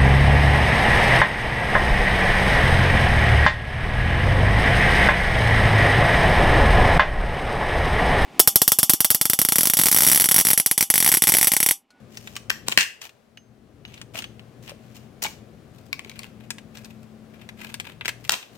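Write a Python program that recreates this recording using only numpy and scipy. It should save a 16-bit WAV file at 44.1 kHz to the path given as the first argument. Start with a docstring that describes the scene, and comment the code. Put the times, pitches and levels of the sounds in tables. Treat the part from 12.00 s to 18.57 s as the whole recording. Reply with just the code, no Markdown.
"""Over the low hum of a small bare room, a screwdriver scrapes and slips in the seam of a plastic disk
cartridge, just above a hard floor. The hollow shell knocks, its welds crack and its halves chatter;
the loudest crack sets shell and steel shaft ringing. Near 4 s the tool is laid down and rocks to rest.
Then the thin disk slides and crackles out, and the shell snaps once more. The room answers each click."""
import sys
import numpy as np
from scipy import signal
from scipy.fft import rfft, irfft
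from scipy.io import wavfile
from scipy.ndimage import uniform_filter1d

SR = 44100
rng = np.random.default_rng(int(sys.argv[2]) if len(sys.argv) > 2 else 0)


def master_out(mix):
    """Clip the mix to full scale and print it as 16-bit PCM to the path in sys.argv[1]."""
    frames = np.transpose(np.atleast_2d(mix))
    ceiling = np.clip(frames, -1, 1)
    pcm = np.round(ceiling * 32767).astype(np.int16)
    wavfile.write(sys.argv[1], SR, pcm)


N = 289737
T = np.arange(N) / SR

# body, middle, treble and air bands of every colour_db: lower f/Hz, upper f/Hz
COLOUR_BANDS = [(90, 1400), (1400, 4000), (4000, 9000), (9000, 16000)]
BAND_FILTERS = [signal.butter(3, band, "bandpass", fs=SR, output="sos") for band in COLOUR_BANDS]
# spectrum of the room noise: f/Hz, relative density/dB
ROOM_SPECTRUM = [(15, -54), (25, -23.5), (114, -5.5), (157, -9), (217, -7.5), (326, -15.5), (373, -14),
                 (754, -23.5), (911, -32), (1040, -29.5), (2350, -36.5), (16000, -53.5)]
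# hum tones: low f/Hz, high f/Hz
HUM_TONES = (118.8, 220.3)
# course of the hum: t/s, low tone level/dB, high tone level/dB
HUM_LEVELS = [(.5, -55, -55.5), (4.001, -56, -57.5), (4.3, -53.5, -49), (5.701, -57, -49.5),
              (6.1, -47.5, -66), (6.4, -60, -61)]
# damped resonances of shell, tool handle and disk film: f/Hz, bandwidth/Hz, gain/dB
SHELL_RESONANCES = [(860, 540, 3), (1940, 200, -1), (2702, 730, 8.5), (5740, 2600, 5.5), (13200, 1800, 5)]
HANDLE_RESONANCES = [(1110, 50, 17.3), (2260, 160, 24.4), (2510, 300, 19), (3020, 110, 15)]
FILM_RESONANCES = [(944, 170, 5.2), (1677, 92, 12.6), (2060, 200, 11), (2500, 530, 16.8), (13030, 1600, 10)]
# blade scraping the shell: start t/s, end t/s, level/dB, brightness/dB
BLADE_SCRAPES = [(.09, .38, -58, 5.5), (.664, .683, -44, -1), (.745, .775, -58, -8),
                 (1.008, 1.08, -45, 2.5), (1.846, 2.05, -56, -3.5), (2.135, 2.215, -38, -0.5),
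                 (2.62, 2.68, -57.5, 5.5), (2.671, 2.715, -44, -3.5), (2.77, 3.1, -66, 2.5),
                 (2.945, 2.98, -54.5, 5.5), (3.218, 3.248, -34.5, 7)]
# blade slipping in the seam: t/s, level/dB, brightness/dB
BLADE_SLIPS = [(.1718, -34.5, 5), (.2735, -32.5, -3.5), (.3547, -37, 2), (.3646, -28, 2),
               (.4976, -21.5, 1.5), (.7171, -28.5, 3), (.7217, -18, -5.5), (1.0167, -35.5, 4),
               (1.093, -44, -3), (1.3731, -42, -5.5), (1.8511, -35.5, -13.5), (1.941, -42, 2.5),
               (1.9766, -42.5, -7), (2.0145, -35, 0.5), (2.1885, -27, -0.5), (2.2214, -33, -2),
               (2.2416, -30, -7), (2.3943, -41.5, -9), (2.695, -42.5, 7)]
# short hollow knocks and low thumps of the shell and the tool handle: t/s, f/Hz, level/dB
HOLLOW_KNOCKS = [(.365, 1150, -31), (.502, 1560, -17), (.683, 130, -36.5), (.775, 140, -26),
                 (2.15, 650, -31), (2.718, 564, -32.5), (3.2515, 857, -21), (3.267, 2280, -24),
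                 (4.062, 390, -35.5)]
# shell cracking or snapping shut: t/s, level/dB, brightness/dB, weight/dB
SHELL_CRACKS = [(.5019, -17.5, -2.5, -2.5), (.6828, -23.5, 6.5, 11), (.7747, -4, -2.5, -1),
                (3.2268, -37.5, 14.5, 13), (3.2372, -36, 14, 9), (6.2934, -16.5, 3.5, 2),
                (6.3198, -30.5, 12.5, -11)]
# loose halves chattering: start t/s, end t/s, level/dB, brightness/dB, weight/dB
SHELL_RATTLES = [(.69, .726, -45, 1.5, -7), (.778, .838, -23.5, 0.5, -4.5), (3.243, 3.272, -29.5, -4, 4.5),
                 (6.302, 6.36, -30, -2, 6.5)]
# blows that ring the steel shaft and the sprung shell: t/s, level/dB
SHAFT_BLOWS = [(.775, -29.5), (1.373, -46.5), (1.851, -47), (2.189, -42), (2.242, -46)]
SHELL_BLOWS = [(.775, -22.5)]
# their normal modes: f/Hz, level/dB, T60/s
SHAFT_MODES = [(2930, 5, 0.067), (5000, -19, .19), (6309, -8.5, 0.27), (11900, -22, 0.089)]
SHELL_MODES = [(2580, -2.5, 0.33), (2750, 0, .33), (2820, -6.5, 0.4), (2980, -7.5, .27), (4195, -3, 0.19),
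               (4230, -1.5, .2), (4540, -6, .16), (5470, -2.5, .11)]
# swings of the room sound after two loud cracks: t/s, recovery/s, bass/dB, hiss and reflections/dB
ROOM_SWINGS = [(.78, 0.94, -19.5, -7.5), (6.3, 0.1, -17, 4.5)]
# fingers and film sliding over the shell: start t/s, end t/s, level/dB, brightness/dB
FILM_SLIDES = [(3.68, 3.9, -68, 9), (4.0, 4.31, -53, -1), (4.345, 4.46, -60.5, -2),
               (4.707, 4.919, -55, 3.5), (4.92, 5.05, -68.5, 6.5), (5.29, 5.49, -58, -1.5),
               (5.56, 5.735, -45.5, 0.5), (5.82, 5.94, -46.5, -3), (6.194, 6.3, -55, 8),
               (6.51, 6.57, -62.5, 8)]
# screwdriver rocking on the floor: t/s, level/dB, brightness/dB
TOOL_IMPACTS = [(3.9287, -18.5, -3), (3.9928, -29, -4.5), (4.0467, -38, -2.5), (4.0953, -37.5, 6),
                (4.1148, -40, -3), (4.1916, -32.5, 5.5), (4.2322, -37.5, 2)]
# film buckling and flicking the shell: t/s, level/dB, brightness/dB
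FILM_BUCKLES = [(4.5045, -25, 6.5), (4.583, -36, 0), (4.7718, -40.5, 8), (4.8458, -43.5, 11),
                (5.4895, -32.5, -2), (5.6149, -40, -21), (5.7411, -28.5, 6.5), (5.7988, -23.5, -0.5),
                (6.0098, -26, -13.5), (6.0488, -31, -3), (6.056, -21, 0), (6.0797, -18, 0.5),
                (6.09, -21, 0), (6.2499, -35, -2), (6.427, -36, -6)]


def undb(db):
    """Amplitude ratio of a level in decibels."""
    return 10 ** (np.asarray(db) / 20)


def unit(x):
    """Normalisation to rms 1."""
    return x / np.sqrt(np.mean(x ** 2))


def add(out, start_s, x):
    """Superposition: x joins out at a given time."""
    i = int(start_s * SR)
    out[:, i:i + x.shape[1]] += x[:, :N - i]


def pan(db):
    """Level difference, left over right, at unit mean power."""
    return unit(undb([[db / 2], [-db / 2]]))


def lagged(x, lag_s):
    """Path difference: sound reaches the right microphone earlier or later than the left."""
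    return np.array([x[0], np.roll(x[1], int(round(lag_s * SR)))])


def noise_pair(size, correlation):
    """Partial coherence: two microphones share part of a noise."""
    common = np.sqrt(correlation) * rng.standard_normal(size)
    return common + np.sqrt(1 - correlation) * rng.standard_normal((2, size))


def drift(rate_hz):
    """Random modulation of rms 1, linear between draws."""
    step = int(SR / rate_hz)
    stairs = np.repeat(rng.standard_normal(N // step + 1), step)
    return unit(uniform_filter1d(stairs, step)[:N])


def colour(shared_db, brightness_db, weight_db=0):
    """Spectral balance: weight shifts the lowest band, brightness the upper two."""
    return np.add(shared_db, (weight_db, 0, brightness_db, brightness_db))


def radiate(force, body, colour_db):
    """Forced vibration: a force drives damped resonances, and each band is scaled to a set energy."""
    response = force + sum(undb(db) * signal.lfilter(*signal.iirpeak(hz, hz / width, SR), force)
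                           for hz, width, db in body)
    out = 0
    for sos, db in zip(BAND_FILTERS, colour_db):
        band = signal.sosfilt(sos, response)
        out = out + undb(db) * band / np.sqrt(np.sum(band ** 2, axis=1, keepdims=True))
    return out


def rubs(table, body, colour_db, attack_share, release_share, slips_per_s, scatter_db, slip_s,
         hiss_db, catch_db, pan_db):
    """Stick-slip friction: tiny random releases over a fine hiss drive a body during each stroke."""
    out = np.zeros((2, N))
    releases = rng.random(N) < slips_per_s / SR
    slips = releases * undb(scatter_db * np.clip(rng.standard_normal(N), -2, 2))
    relaxation = signal.lfilter([1], [1, -np.exp(-1 / (slip_s * SR))], slips)
    grip = (unit(relaxation) + undb(hiss_db)) * undb(catch_db * drift(110))
    friction = lagged(grip * noise_pair(N, correlation=.17), .00014)
    for start, end, db, *tone in table:
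        stroke = friction[:, int(start * SR):int(max(end, start + .01) * SR)]
        size = stroke.shape[1]
        along = np.linspace(0, 1, size)
        pressure = np.minimum(np.minimum(along / attack_share, (1 - along) / release_share), 1)
        force = np.pad(stroke * pressure, ((0, 0), (0, 512)))  # time to ring out
        add(out, start, np.sqrt(size) * undb(db) * radiate(force, body, colour(colour_db, *tone)))
    return out * pan(pan_db)


def clicks(table, body, colour_db, rise_s, snap_s, ring_s, ring_db, pan_db):
    """Impulsive excitation: a sharp snap, then the dense, quickly damped ringing of the part."""
    out, t = np.zeros((2, N)), T[:2048]
    span, lead = .005 * SR, 16  # samples: level averaging time, margin for the lag
    envelope = (1 - np.exp(-t / rise_s)) * (np.exp(-t / snap_s) + undb(ring_db) * np.exp(-t / ring_s))
    for start, db, *tone in table:
        force = noise_pair(len(t), correlation=.82) * envelope
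        sound = radiate(force, body, colour(colour_db, *tone))
        # every contact radiates from a different spot
        sound = lagged(np.pad(sound, ((0, 0), (lead, 0))), rng.uniform(-.00022, .00022))
        add(out, start - lead / SR, np.sqrt(span) * undb(db) * sound)
    return out * pan(pan_db)


def ring(blows, modes, pan_db):
    """Free vibration: modes decay exponentially and reach each microphone in a different phase."""
    out, t = np.zeros((2, N)), T[:SR // 2]
    for start, db in blows:
        for hz, mode_db, t60 in modes:
            phase = rng.uniform(0, 2 * np.pi) + .34 * rng.standard_normal((2, 1))
            envelope = undb(db + mode_db) * np.exp(-np.log(1000) * t / t60)
            add(out, start, envelope * np.sin(2 * np.pi * hz * t + phase))
    return out * pan(pan_db)


def background(bass_swing_db, hiss_swing_db):
    """Ambient noise: a continuous spectrum of rumble and hiss with two wavering hum tones."""
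    hz = np.maximum(np.fft.rfftfreq(N, 1 / SR), 1)
    points_hz, density_db = np.transpose(ROOM_SPECTRUM)
    shape = unit(undb(np.interp(np.log(hz), np.log(points_hz), density_db)))
    bass_share = 1 / (1 + (hz / 600) ** 4)
    rumble = irfft(rfft(noise_pair(N, correlation=.93)) * shape * np.sqrt(bass_share), N)
    rumble *= undb(-48 + .5 * drift(4.7))
    hiss = irfft(rfft(noise_pair(N, correlation=.35)) * shape * np.sqrt(1 - bass_share), N)
    hiss *= undb(-45 + hiss_swing_db)
    times, *levels = np.transpose(HUM_LEVELS)
    hum = 0
    for tone_hz, db in zip(HUM_TONES, levels):
        phase = 2 * np.pi * np.cumsum(tone_hz + 1.5 * drift(7.2)) / SR
        hum = hum + unit(np.sin(phase)) * undb(np.interp(T, times, db) + 2 * drift(6.2))
    return (rumble + hum) * undb(bass_swing_db) * pan(9) + hiss * pan(5.5)


def blade_scrapes():
    """Sliding friction: steel on plastic drives the shell with dense, even slips."""
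    return rubs(BLADE_SCRAPES, SHELL_RESONANCES, colour_db=(-8, 1, -5, -9.5),
                attack_share=.16, release_share=.18, slips_per_s=600, scatter_db=1.5, slip_s=.00083,
                hiss_db=-5, catch_db=0, pan_db=4.5)


def room(x, wall_s, wall_db, tail_db, t60_s, colour_db):
    """Reflection and reverberation: one echo from the near wall and a decaying diffuse field."""
    t = T[:int(.7 * SR)]
    onset = np.clip((t - .007) / .003, 0, 1)
    response = 0
    for sos, t60, db in zip(BAND_FILTERS, t60_s, colour_db):
        fade = onset * np.exp(-np.log(1000) * t / t60)
        diffuse = signal.sosfilt(sos, noise_pair(len(t), correlation=.16))
        response = response + undb(tail_db + db) * diffuse * fade / np.sqrt(np.sum(fade ** 2))
    crossfed = (x + x[::-1] * .5) / np.sqrt(2)
    out = signal.fftconvolve(crossfed, response, axes=1)[:, :N]
    add(out, wall_s, undb(wall_db) * x)
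    return out


def blade_slips():
    """Static friction gives way: the blade jumps in the seam and strikes the shell."""
    return clicks(BLADE_SLIPS, SHELL_RESONANCES, colour_db=(-16.5, 0, -4, -13.5),
                  rise_s=.000092, snap_s=.00032, ring_s=.0049, ring_db=-2.5, pan_db=4)


def hollow_knocks(t60_s):
    """Damped oscillation: each knock or thump of shell or tool handle is one short-lived mode."""
    return sum(ring([(start, db)], [(hz, 0, t60_s)], pan_db=4.5) for start, hz, db in HOLLOW_KNOCKS)


def shell_cracks():
    """Release of elastic energy: a weld breaks or the shell snaps shut."""
    return clicks(SHELL_CRACKS, SHELL_RESONANCES, colour_db=(-10.5, 3, -2, -7.5),
                  rise_s=.0007, snap_s=.0011, ring_s=.0019, ring_db=-3.5, pan_db=5.5)


def shell_rattles():
    """Intermittent contact: the loose halves chatter after a crack."""
    return rubs(SHELL_RATTLES, SHELL_RESONANCES, colour_db=(-12.5, 1, -2.5, -14.5),
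                attack_share=.12, release_share=.4, slips_per_s=750, scatter_db=6.5, slip_s=.0009,
                hiss_db=.5, catch_db=4, pan_db=2)


def shaft_and_shell_rings():
    """Lightly damped normal modes: the steel shaft and the sprung shell sound on after a blow."""
    return ring(SHAFT_BLOWS, SHAFT_MODES, pan_db=-5) + ring(SHELL_BLOWS, SHELL_MODES, pan_db=6)


def room_swings(bass_onset_s, hiss_onset_s):
    """Amplitude modulation in dB: the bass dips twice; hiss and reflections dip first, later swell."""
    bass = hiss = 0
    for start, recovery_s, bass_db, hiss_db in ROOM_SWINGS:
        bass = bass + np.interp(T, start + np.cumsum([0, bass_onset_s, recovery_s]), [0, bass_db, 0])
        hiss = hiss + np.interp(T, start + np.cumsum([0, hiss_onset_s, recovery_s]), [0, hiss_db, 0])
    return bass, hiss


def film_slides():
    """Sliding friction: fingers and film catch on the shell in sparse, uneven slips."""
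    return rubs(FILM_SLIDES, FILM_RESONANCES, colour_db=(-5.5, 2, -7.5, -11),
                attack_share=.32, release_share=.18, slips_per_s=250, scatter_db=9.5, slip_s=.0021,
                hiss_db=-4, catch_db=5, pan_db=6)


def tool_rocking():
    """Repeated impact: the hard floor excites the handle's resonances as the tool settles."""
    return clicks(TOOL_IMPACTS, HANDLE_RESONANCES, colour_db=(-15, -.5, -6.5, -15.5),
                  rise_s=.00035, snap_s=.00058, ring_s=.0028, ring_db=-7, pan_db=6.5)


def film_crackles():
    """Buckling: the thin disk jumps between shapes and flicks the shell."""
    return clicks(FILM_BUCKLES, FILM_RESONANCES, colour_db=(-11.5, -1, -7.5, -16.5),
                  rise_s=.0002, snap_s=.0005, ring_s=.0057, ring_db=-2, pan_db=5.5)


def scene():
    """Superposition of direct sound, reflections and ambient noise."""
    cracks, blade, tool, film = shell_cracks(), blade_slips(), tool_rocking(), film_crackles()
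    friction = blade_scrapes() + film_slides() + shell_rattles()
    knocks = hollow_knocks(t60_s=.035)
    direct = cracks + blade + tool + film + friction + knocks + shaft_and_shell_rings()
    # cracks and rubbing sound more reverberant than the small clicks
    into_room = cracks + undb(-4) * (blade + knocks) + undb(-2.5) * tool + undb(-6.5) * film + friction
    reflections = room(into_room, wall_s=.011, wall_db=-15, tail_db=-8,
                       t60_s=(.23, .35, .32, .28), colour_db=(-1, -1.6, -1, -.65))
    bass_swing_db, hiss_swing_db = room_swings(bass_onset_s=.14, hiss_onset_s=.61)
    return direct + reflections * undb(hiss_swing_db) + background(bass_swing_db, hiss_swing_db)


def record(dry):
    """Saturation and band limiting: the loudest crack overloads the microphone; the top is cut."""
    lowpass = signal.ellip(12, .2, 90, 16100, fs=SR, output="sos")
    return signal.sosfilt(lowpass, np.tanh(dry))


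dry = scene()
out = record(dry)
master_out(out)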